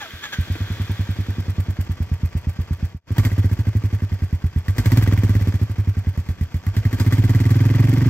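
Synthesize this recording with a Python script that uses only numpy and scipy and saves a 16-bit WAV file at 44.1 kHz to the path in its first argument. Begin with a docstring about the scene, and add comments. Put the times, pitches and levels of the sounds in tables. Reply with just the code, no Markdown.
"""The exhaust of a single-cylinder motorcycle booms and barks as the engine starts, idles, is blipped twice and revs up.
Engine speed times the firings; speed and effort set their strength. Each sends a gas pulse through resonant
silencer chambers and rings the pipe's modes. Shaped noise gives the gas rasp, valve tick, knocks and clatter;
decaying sines give the airbox throb and header pings.
The starter whines in gear harmonics at the first compressions, then its whirr fades away."""
import sys
import numpy as np
from scipy import signal
from scipy.fft import rfft, irfft
from scipy.io import wavfile
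from scipy.ndimage import uniform_filter1d

SR = 44100
rng = np.random.default_rng(int(sys.argv[2]) if len(sys.argv) > 2 else 0)


def inscribe(sig):
    """Save sig as 16-bit PCM at rate SR to the path in sys.argv[1].

    A 1-D sig is mono; a 2-D sig holds one channel per row.
    Samples are clipped to [-1, 1] before scaling.
    """
    pcm = np.round(np.clip(np.atleast_2d(sig).T, -1, 1) * 32767)
    wavfile.write(sys.argv[1], SR, pcm.astype(np.int16))


N = 356901

# Engine speed in two stretches, each opening on a firing. Each row: time in seconds, speed in rpm.
WARM_UP_RPM = [(0.385, 994), (0.65, 1244), (1.41, 1224), (1.99, 1094), (2.22, 1011), (2.94, 1005)]
REVVING_RPM = [(3.105, 1394), (3.18, 1722), (3.39, 1933), (3.52, 1601), (3.83, 1364), (4.62, 934),
               (4.77, 1286), (4.93, 2223), (5.11, 2460), (5.22, 2003), (5.36, 2100), (5.65, 1454),
               (5.95, 1238), (6.55, 858), (7.12, 2040), (7.66, 2500), (8.06, 2837)]
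# How full the cylinder's charge is. Each row: time in seconds, effort from 0 to 1.
CHARGE_EFFORT = [(.385, 0.08), (.7, 0), (1.0, 0), (1.7, 0), (2.8, 0), (3.1, 0.14), (3.18, 1), (3.26, 0.93),
                 (3.34, 0.48), (3.8, 0.46), (4.56, 0.45), (4.8, 0.98), (4.97, 1), (5.08, 0.81),
                 (5.35, 0.68), (5.6, 0.39), (6.54, 0.5), (6.67, 0.78), (7.2, 0.73), (8.06, 0.66)]
# The throttle is held open. Each row: start in seconds, end in seconds.
OPEN_THROTTLE = [(3.15, 3.28), (4.75, 5.0), (6.82, 8.1)]
# The charge burns weakly as the throttle shuts. Each row: time in seconds, weakness from 0 to 1.
WEAK_BURNS_AT = [(3.315, 0.86), (5.026, 0.96), (5.172, 0.55), (5.405, .5), (5.698, 0.47)]
# Base levels on an empty charge. Each row: speed in rpm, then boom, bark, gas rasp, valve tick, clatter in dB.
LEVELS_BY_SPEED = [(1000, -19.5, -36.5, -58.5, -53, -49), (1244, -18.5, -30.5, -59.5, -53.5, -46.5),
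                   (1900, -16.5, -27, -55, -50.5, -42.5), (2570, -16, -24.5, -63.5, -47, -39)]
# What each condition adds at its full extent: boom, bark, gas rasp, valve tick, clatter in dB.
EFFORT_GAIN_DB = (5.84, 5.94, 35.24, 1.8, 5.45)
WARM_UP_GAIN_DB = (1.17, 0.67, .5, 2.33, 2.68)
WEAK_BURN_GAIN_DB = (-4.5, -8, -8, 1, -2)
# Random spread from firing to firing: boom, bark, gas rasp, valve tick in dB.
FIRING_SCATTER_DB = (1.24, 1.7, 3.4, 2)
# During the warm-up the boom thins as the idle runs fast.
IDLE_RPM, FAST_IDLE_RPM, FAST_IDLE_LOSS_DB = 1020, 1200, 2.2
# The first compression puffs out unburnt: boom, bark, gas rasp, valve tick in dB.
FIRST_PUFF_S = 0.133
UNBURNT_PUFF_DB = (-35.5, -56, -53, -60)

# Silencer resonances in series, before heat shifts them. Each row: frequency in Hz, width in Hz.
SILENCER_CHAMBERS = [(102.7, 24.7), (106.3, 84), (237, 174), (450, 330)]
# Pipe modes when hot, before load favours some. 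Each row: frequency in Hz, level in dB, 60 dB decay in s.
PIPE_MODES = [(183.5, -0.5, 0.065), (215, -4.5, 0.056), (259.1, 0.5, 0.06), (307, -9.5, 0.072),
              (378, -9.5, 0.064), (469.4, -21, 0.091)]
# The header's steel wall, before chance detunes it. Each row: frequency in Hz, level in dB, 60 dB decay in s.
HEADER_MODES = [(1626, -1.5, 0.03), (1884, 4.3, 0.034), (2040, 3.2, 0.042), (2290, -8, 0.025)]
# Ringing of the engine cases. Each row: frequency in Hz, width in Hz, peak in dB before its share is set.
CASE_MODES = [(759, 12, 2.5), (933, 41, 7.5), (1156, 52, 9), (1563, 35, 7.5), (2487, 17, 7.5),
              (3147, 84, 8), (3396, 35, 12.5), (4400, 5.2, 4), (4940, 28, 11.5), (5100, 99, 0)]
# Noise colours of gas jet, pressure snap, piston slap and clack, valves, moving parts and starter.
# Each row: frequency in Hz, relative level in dB per Hz.
RASP_COLOUR = [(250, 15), (600, -2.5), (1300, -4.5), (1700, -1.5), (2020, 1.5), (2600, -12), (4000, -7),
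               (6000, -10), (8500, -10), (10200, -28), (12500, -5), (15500, -22)]
SNAP_COLOUR = [(300, 5), (900, 0), (2000, 8), (4000, -3.5), (8500, -6.5), (10200, -18), (12500, 0.5),
               (15500, 0.5)]
KNOCK_COLOUR = [(300, 12), (700, 1.5), (1100, -2.5), (2000, 3), (3200, -9), (4500, -31), (8000, -30),
                (15000, -18)]
TICK_COLOUR = [(500, -33), (1800, 6.5), (3500, -1), (6500, -6), (8500, 1), (10200, -17.5), (12000, 7),
               (14000, -6), (15800, -1.5)]
CLATTER_COLOUR = [(30, 1), (90, 19.5), (300, 1), (600, 0), (1100, -6), (2000, -3), (2900, -10),
                  (3800, -12.5), (5500, -12), (8000, -20.5), (10200, -39.5), (13000, -18), (15500, -42)]
WHIRR_COLOUR = [(400, -6), (900, -13.5), (1600, -0.5), (2300, -4), (2800, -9), (3500, -2), (4500, -11.5),
                (7000, -16.5), (10000, -30), (12500, -16.5), (15500, -24)]

# The starter bites against the engine. 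Each row: start in seconds, hold in seconds, mesh frequency in Hz,
# sag in Hz per second, level in dB, extra weight of the mesh fundamental in dB.
STARTER_BITES = [(0.0, 0.029, 890, 2480, -35.5, 8.5), (0.03, 0.032, 744, 2294, -45.5, 13.5),
                 (0.223, 0.034, 877, 1000, -33, -3), (0.32, 0.021, 859, 2190, -27.5, -7)]
BITE_ATTACK_S, BITE_RELEASE_DB_PER_S = 0.013, 595
# Gear harmonics. Each row: multiple of the mesh frequency, level in dB.
GEAR_HARMONICS = [(1, -10), (2, 2), (3, -11), (4, -4), (5, -17), (6, -17), (8, -9)]
# The freed starter's whirr falls by the drop at the given time, ever faster.
COAST_DB, COAST_S, COAST_DROP_DB, COAST_BEND = -40, 1.6, -15, 3.7

# Coherence of the two microphone ports. Each row: frequency in Hz, likeness from 0 to 1.
PORT_LIKENESS = [(100, .99), (300, .95), (600, .8), (1200, .85), (2200, .8), (4000, .55), (8000, .7),
                 (13000, .8)]
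# Phase lag of the right port. Each row: frequency in Hz, lag in radians.
PORT_LAG = [(0, 0), (2410, 0.77), (3700, 3), (4740, 1.43), (5600, 6.5), (6030, 1), (6980, 1.87), (8100, -3),
            (8530, 12), (9040, -5.5), (10900, -23), (12500, -2), (14400, -23), (15400, -5)]
# Level of the left port over the right. Each row: frequency in Hz, difference in dB.
PORT_LEAN = [(60, -2), (110, 2), (200, -1), (380, -0.5), (700, 2.5), (1290, -0.5), (2380, -1), (4400, 3),
             (8120, 1.5), (15000, -1)]
# The level dips briefly. Each row: time in seconds, gain in dB.
LEVEL_DIP = [(2.87, 0.5), (2.945, -7), (2.97, -15), (3.01, -37), (3.065, -22), (3.085, -4), (3.16, -1)]
EDGE_HZ = 15800


def exhaust(boom_db=0, bark_db=-0.5, load_bark_db=1.0, warming=0.0038, lag_s=.00009):
    """Source and filter: each gas pulse excites the silencer's boom and the pipe's bark."""
    t = np.arange(8192) / SR
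    s = 1j * np.fft.rfftfreq(len(t), 1 / SR)
    out = np.zeros(N)
    for (start, boom, bark, _, _), period in cycles():
        load = any(opened < start < shut for opened, shut in OPEN_THROTTLE)
        heat = 1 + warming * (2 * load - 1)
        wave = irfft(rfft(gas_flow(t, period, load)) * silencer(s, heat))
        ring = pipe_ring(t, period, load)
        # energy is referred to 40 ms of boom and 27 ms of bark
        wave = wave / np.sqrt(np.sum(wave ** 2) / (.04 * SR))
        ring = ring / np.sqrt(np.sum(ring ** 2) / (.027 * SR))
        add(out, start, amp(boom + boom_db) * wave)
        add(out, start, amp(bark + bark_db + load_bark_db * load) * ring)
    # the right port is slightly nearer the outlet
    late = np.interp(np.arange(N) - lag_s * SR, np.arange(N), out)
    return np.array([late * amp(-.53), out * amp(.53)])


def gas_flow(t, period, load, push_at=0.0678, push_width=0.03377, spill=0.081, blowdown=1.41,
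             suction=0.87, return_at=0.1883, rebound=0.47, idle_cycle_s=0.11, shortest_cycle_s=.085,
             briskness=1.22, overlap=0.19, overlap_at=0.3273):
    """Gas discharge: the piston pushes at idle; under load gas bursts out, leaves suction and rebounds."""
    push = hump(t / period, push_at, push_width)
    drain = np.exp(-t / 0.054)
    if load:
        return blowdown * drain - suction * push + rebound * hump(t / period, return_at, 0.032)
    # with the throttle shut the puff shortens as speed rises, down to a limit set by the thin charge
    puff_s = idle_cycle_s * (max(period, shortest_cycle_s) / idle_cycle_s) ** briskness
    # a gulp at valve overlap prolongs the boom at some speeds and cuts it short at others
    gulp = hump(t / period, overlap_at, push_width * puff_s / period)
    return hump(t / puff_s, push_at, push_width) + spill * drain - overlap * gulp


def silencer(s, heat, radiation_hz=600):
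    """Resonators in series: the open end radiates little bass, and hot gas lifts every resonance."""
    response = (s / radiation_hz) ** 3
    for hz, width in SILENCER_CHAMBERS:
        hot_hz = hz * heat
        response = response / (1 + s * width / hot_hz ** 2 + (s / hot_hz) ** 2)
    return response


def pipe_ring(t, period, load, cool_pipe=0.864, idle_damping=0.84, opening_s=0.0031,
              idle_opening=0.023, drift=0.026, focus_hz=258, focus_db=13):
    """Modal ringing: valve lift excites the pipe; cooler gas lowers its modes, and at idle it sucks in first."""
    # the faster the engine, the hotter the gas
    warmth = np.clip((.105 - period) / 0.058, 0, 1)
    unsteady = drift / 4 if load else drift
    heat = (cool_pipe + (1 - cool_pipe) * warmth) * (1 + unsteady * rng.standard_normal(len(PIPE_MODES)))
    damping, lift_s, sign = (1, opening_s, 1) if load else (idle_damping, idle_opening * period, -1)
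    ring = 0
    for (hz, db, t60), mode_heat in zip(PIPE_MODES, heat):
        # a hard blowdown favours the modes near focus_hz; the others lose focus_db per octave
        loss_db = load * focus_db * abs(np.log2(hz / focus_hz))
        decay = amp(db - loss_db - 60 * damping * t / t60)
        ring = ring + decay * np.sin(2 * np.pi * hz * mode_heat * t)
    return sign * ring * (1 - np.exp(-t / lift_s)) ** 2


def cycles(longest_s=0.114):
    """Four-stroke cycle: yields (s, boom, bark, rasp, tick in dB) and cycle length in seconds."""
    starts = firing_times()
    chance = rng.standard_normal((len(starts), len(FIRING_SCATTER_DB)))
    sizes = levels(starts)[:-1].T + np.array(FIRING_SCATTER_DB) * chance
    rows = np.vstack([(FIRST_PUFF_S, *UNBURNT_PUFF_DB), np.column_stack([starts, sizes])])
    gaps = np.diff(rows[:, 0])
    return zip(rows, np.minimum(np.append(gaps, gaps[-1]), longest_s))


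def firing_times():
    """Crank kinematics: a four-stroke single fires once in two turns of the crank."""
    times = []
    for stretch in (WARM_UP_RPM, REVVING_RPM):
        s = np.arange(stretch[0][0], stretch[-1][0] + .02, 1 / SR)
        count = np.cumsum(speed(s)) / (120 * SR)
        times.extend(np.interp(np.arange(count[-1]), count, s))
    return np.array(times)


def speed(s):
    """Piecewise-linear rotation: engine speed in rpm at the times s."""
    return np.interp(s, *np.transpose(WARM_UP_RPM + REVVING_RPM))


def levels(s):
    """Source strength: boom, bark, rasp, tick and clatter in dB follow speed and effort at the times s."""
    rpm, *columns = np.transpose(LEVELS_BY_SPEED)
    base = np.array([np.interp(speed(s), rpm, column) for column in columns])
    warming_up = s < REVVING_RPM[0][0]
    fastness = np.clip((speed(s) - IDLE_RPM) / (FAST_IDLE_RPM - IDLE_RPM), 0, 1)
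    base[0] -= FAST_IDLE_LOSS_DB * warming_up * fastness
    effort = np.interp(s, *np.transpose(CHARGE_EFFORT))
    weak = sum(weakness * hump(s, at, .02) for at, weakness in WEAK_BURNS_AT)
    gains = np.outer(EFFORT_GAIN_DB, effort) + np.outer(WARM_UP_GAIN_DB, warming_up)
    return base + gains + np.outer(WEAK_BURN_GAIN_DB, weak)


def intake(idle_db=-50, effort_db=25, airbox_hz=50, t60=0.2, rise_s=0.014, at=0.15):
    """Cavity resonance: the airbox throbs once a cycle, the more the fuller the charge."""
    t = np.arange(8000) / SR
    throb = (1 - np.exp(-t / rise_s)) * amp(-60 * t / t60) * np.sin(2 * np.pi * airbox_hz * t)
    out = np.zeros(N)
    for (start, *_), period in cycles():
        effort = np.interp(start, *np.transpose(CHARGE_EFFORT), left=0)
        add(out, start + at * period, amp(idle_db + effort_db * effort) * throb / throb.max())
    return out


def rasp(rasp_db=2, decay_s=0.021, lead_db=-15, grit_db=1.0):
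    """Jet turbulence: gas rasps from the outlet at each firing, after a rattle of combustion just ahead."""
    t = np.arange(-1500, 4000) / SR
    swell = np.zeros(N)
    for (start, _, _, level, _), period in cycles():
        jet = np.clip(t / 0.00074, 0, 1) * np.exp(-np.maximum(t, 0) / decay_s)
        rattle = hump(t / period, -.12, .1)
        add(swell, start + t[0], amp(level + rasp_db) * (jet + amp(lead_db) * rattle))
    return swell * noise(RASP_COLOUR, 0.91) * amp(grit_db * wander(30))


def snaps(snap_db=-25.5, reference_effort=0.85, per_effort_db=45, decay_s=0.0027):
    """Wave steepening: on a full charge the pressure front sharpens and snaps at the outlet."""
    t = np.arange(1000) / SR
    swell = np.zeros(N)
    for start in firing_times():
        effort = np.interp(start, *np.transpose(CHARGE_EFFORT))
        level = snap_db + per_effort_db * (effort - reference_effort)
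        add(swell, start, amp(level) * np.exp(-t / decay_s))
    return swell * noise(SNAP_COLOUR, 0.81)


def cracks(crack_db=-28.5, fall_db=50, scatter_db=1.5):
    """Impulsive wall excitation: a hard firing pings the header pipe; a thin charge hardly does."""
    t = np.arange(2500) / SR
    out = np.zeros((2, N))
    for start in firing_times():
        shortfall = max(1 - np.interp(start, *np.transpose(CHARGE_EFFORT)), 0)
        level = crack_db - fall_db * shortfall ** 2 + scatter_db * rng.standard_normal()
        for hz, db, t60 in HEADER_MODES:
            detune, phase = rng.standard_normal(2)
            swell = amp(level + db - 60 * t / t60) * (1 - np.exp(-t / 0.00084))
            angle = 2 * np.pi * hz * (1 + 0.024 * detune) * t + np.pi * phase
            for port, lead in zip(out, (.6, -.6)):
                add(port, start, swell * np.sin(angle + lead))
    return out


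def valves(tick_db=5.0, first_at=0.24, second_at=0.59, second_db=-13, width_s=0.0038, tail_db=-11):
    """Impact noise: the valves seat at two fixed angles of the cycle."""
    t = np.arange(6000) / SR
    swell = np.zeros(N)
    for (start, _, _, _, level), period in cycles():
        first = hump(t, first_at * period, width_s) + amp(tail_db) * hump(t / period, 0.33, 0.091)
        second = amp(second_db + 1.0 * rng.standard_normal()) * hump(t, second_at * period, width_s)
        add(swell, start, amp(level + tick_db) * (first + second))
    return swell * noise(TICK_COLOUR, 0.3) * amp(0.88 * wander(20) + 2)


def knocks(knock_db=-1, ahead=.2, scatter=0.045, decay_s=0.0039, count=3):
    """Impact noise: the piston slaps a few times as the charge burns, just before the exhaust opens."""
    t = np.arange(2500) / SR
    swell = np.zeros(N)
    for (start, *_), period in cycles():
        # ahead and scatter are fractions of a cycle
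        for early, size in rng.standard_normal((count, 2)):
            add(swell, start - (ahead + scatter * early) * period, amp(1.5 * size) * np.exp(-t / decay_s))
    return amp(running_db() + knock_db) * swell * noise(KNOCK_COLOUR, 1.3)


def clatter(level_db=2.0, grit_db=2):
    """Modulated noise: chain, gears and piston swell at each combustion and again as the valves overlap."""
    starts = firing_times()
    turn = np.interp(np.arange(N) / SR, starts, np.arange(len(starts))) % 1
    throb = 1 + .7 * hump(turn, .83, .08) + .7 * hump(turn, .17, .14)
    level = amp(running_db() + level_db + grit_db * wander(70))
    return level * throb * noise(CLATTER_COLOUR, 1)


def running_db():
    """Slow envelope: level of the mechanical clatter in dB at every sample."""
    s = np.arange(0, N, 128) / SR
    return np.interp(np.arange(N) / SR, s, levels(s)[-1])


def starter(whine_db=0, scrape_db=-3):
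    """Gear meshing: tooth contacts give a rough harmonic whine that sags at each compression."""
    out = np.zeros((2, N))
    t = np.arange(8000) / SR
    waver = 1 + .022 * wander(25) + .06 * wander(5)
    flutter = amp(3.5 * wander(30) - 1)
    scrape = amp(scrape_db) * noise(WHIRR_COLOUR, 1)
    for start, hold, hz, sag, level, weight in STARTER_BITES:
        span = max(round(start * SR), 0) + np.arange(len(t))
        angle = 2 * np.pi * np.cumsum((hz - sag * t) * waver[span]) / SR
        gears = 0
        for k, db in GEAR_HARMONICS:
            # the left port hears it first
            phase = rng.uniform(0, 2 * np.pi) + np.array([[.5], [0]]) * k
            gears = gears + amp(db + weight * (k == 1)) * np.sin(k * angle + phase)
        release_db = BITE_RELEASE_DB_PER_S * np.maximum(t - hold, 0)
        swell = np.minimum(t / BITE_ATTACK_S, 1) * amp(level - release_db)
        out[:, span] += swell * (amp(whine_db) * flutter[span] * gears + scrape[:, span])
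    return out


def coasting(flutter_db=1.0):
    """Rotor noise: the freed starter's whirr fades ever faster, its colour unchanged."""
    t = np.arange(N) / SR
    fade_db = np.maximum(COAST_DROP_DB * (t / COAST_S) ** COAST_BEND, -100)
    return amp(COAST_DB + fade_db + flutter_db * wander(60)) * noise(WHIRR_COLOUR, 0.76)


def clack(at_s=0.554, level_db=-29, decay_s=0.0088):
    """Impact noise: one small metal clack as the starter runs free."""
    since = np.arange(N) / SR - at_s
    return amp(level_db) * (since > 0) * np.exp(-abs(since) / decay_s) * noise(KNOCK_COLOUR, 1)


def noise(colour, ring):
    """Partial coherence: coloured noise at two microphone ports, with a share of the cases' ringing."""
    hz = np.fft.rfftfreq(N, 1 / SR)
    left, other = rfft(rng.standard_normal((2, N)))
    same = np.clip(read(PORT_LIKENESS, hz), 0, 1)
    right = (same * left + np.sqrt(1 - same ** 2) * other) * np.exp(-1j * read(PORT_LAG, hz))
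    ringing_db = sum(db / (1 + (2 * (hz - f) / width) ** 2) for f, width, db in CASE_MODES)
    lean = amp(read(PORT_LEAN, hz) / 2)
    spectrum = amp(read(colour, hz) + ring * ringing_db)
    return evened(irfft(np.array([left * lean, right / lean]) * spectrum, N))


def wander(size):
    """Random modulation: noise smoothed twice over size samples, at unit RMS."""
    return evened(uniform_filter1d(uniform_filter1d(rng.standard_normal(N), size), size))


def hump(turn, centre, width):
    """Gaussian pulse: a smooth swell at one angle of the engine cycle or one time."""
    return np.exp(-.5 * ((turn - centre) / width) ** 2)


def amp(db):
    """Decibel law: level to amplitude ratio."""
    return 10 ** (np.asarray(db) / 20)


def evened(x):
    """RMS normalisation to unity."""
    return x / np.sqrt(np.mean(x ** 2) + 1e-20)


def read(points, hz):
    """Spectral interpolation: straight lines on a log-frequency axis."""
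    f, value = np.transpose(points)
    return np.interp(np.log(hz + 1), np.log(f + 1), value)


def curve(rows):
    """Linear interpolation of a time table at every sample."""
    return np.interp(np.arange(N) / SR, *np.transpose(rows))


def add(mix, s, sound):
    """Superposition: adds a sound from time s in seconds, cut at the end of the mix."""
    part = mix[max(round(s * SR), 0):][:len(sound)]
    part += sound[:len(part)]


def scene(cranking_db=-11):
    """Superposition of all sources of the machine, heard from a few steps away."""
    # the clatter builds up only as the engine catches
    caught = amp(np.interp(np.arange(N) / SR, [.3, .45], [cranking_db, 0]))
    gas = exhaust() + intake() + rasp() + snaps() + cracks()
    mechanism = valves() + caught * (clatter() + knocks())
    return gas + mechanism + starter() + coasting() + clack()


def record(dry, low_cut_hz=28):
    """Linear filtering and gain: the microphone's bass cut, a brief dip in level, then the band limit."""
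    bass_cut = signal.butter(2, low_cut_hz, "highpass", fs=SR, output="sos")
    lean = signal.sosfilt(bass_cut, dry)
    edge = signal.firwin(511, EDGE_HZ, window=("kaiser", 9), fs=SR)
    return signal.oaconvolve(lean * amp(curve(LEVEL_DIP)), edge[None], "same", axes=1)


dry = scene()
out = record(dry)
inscribe(out)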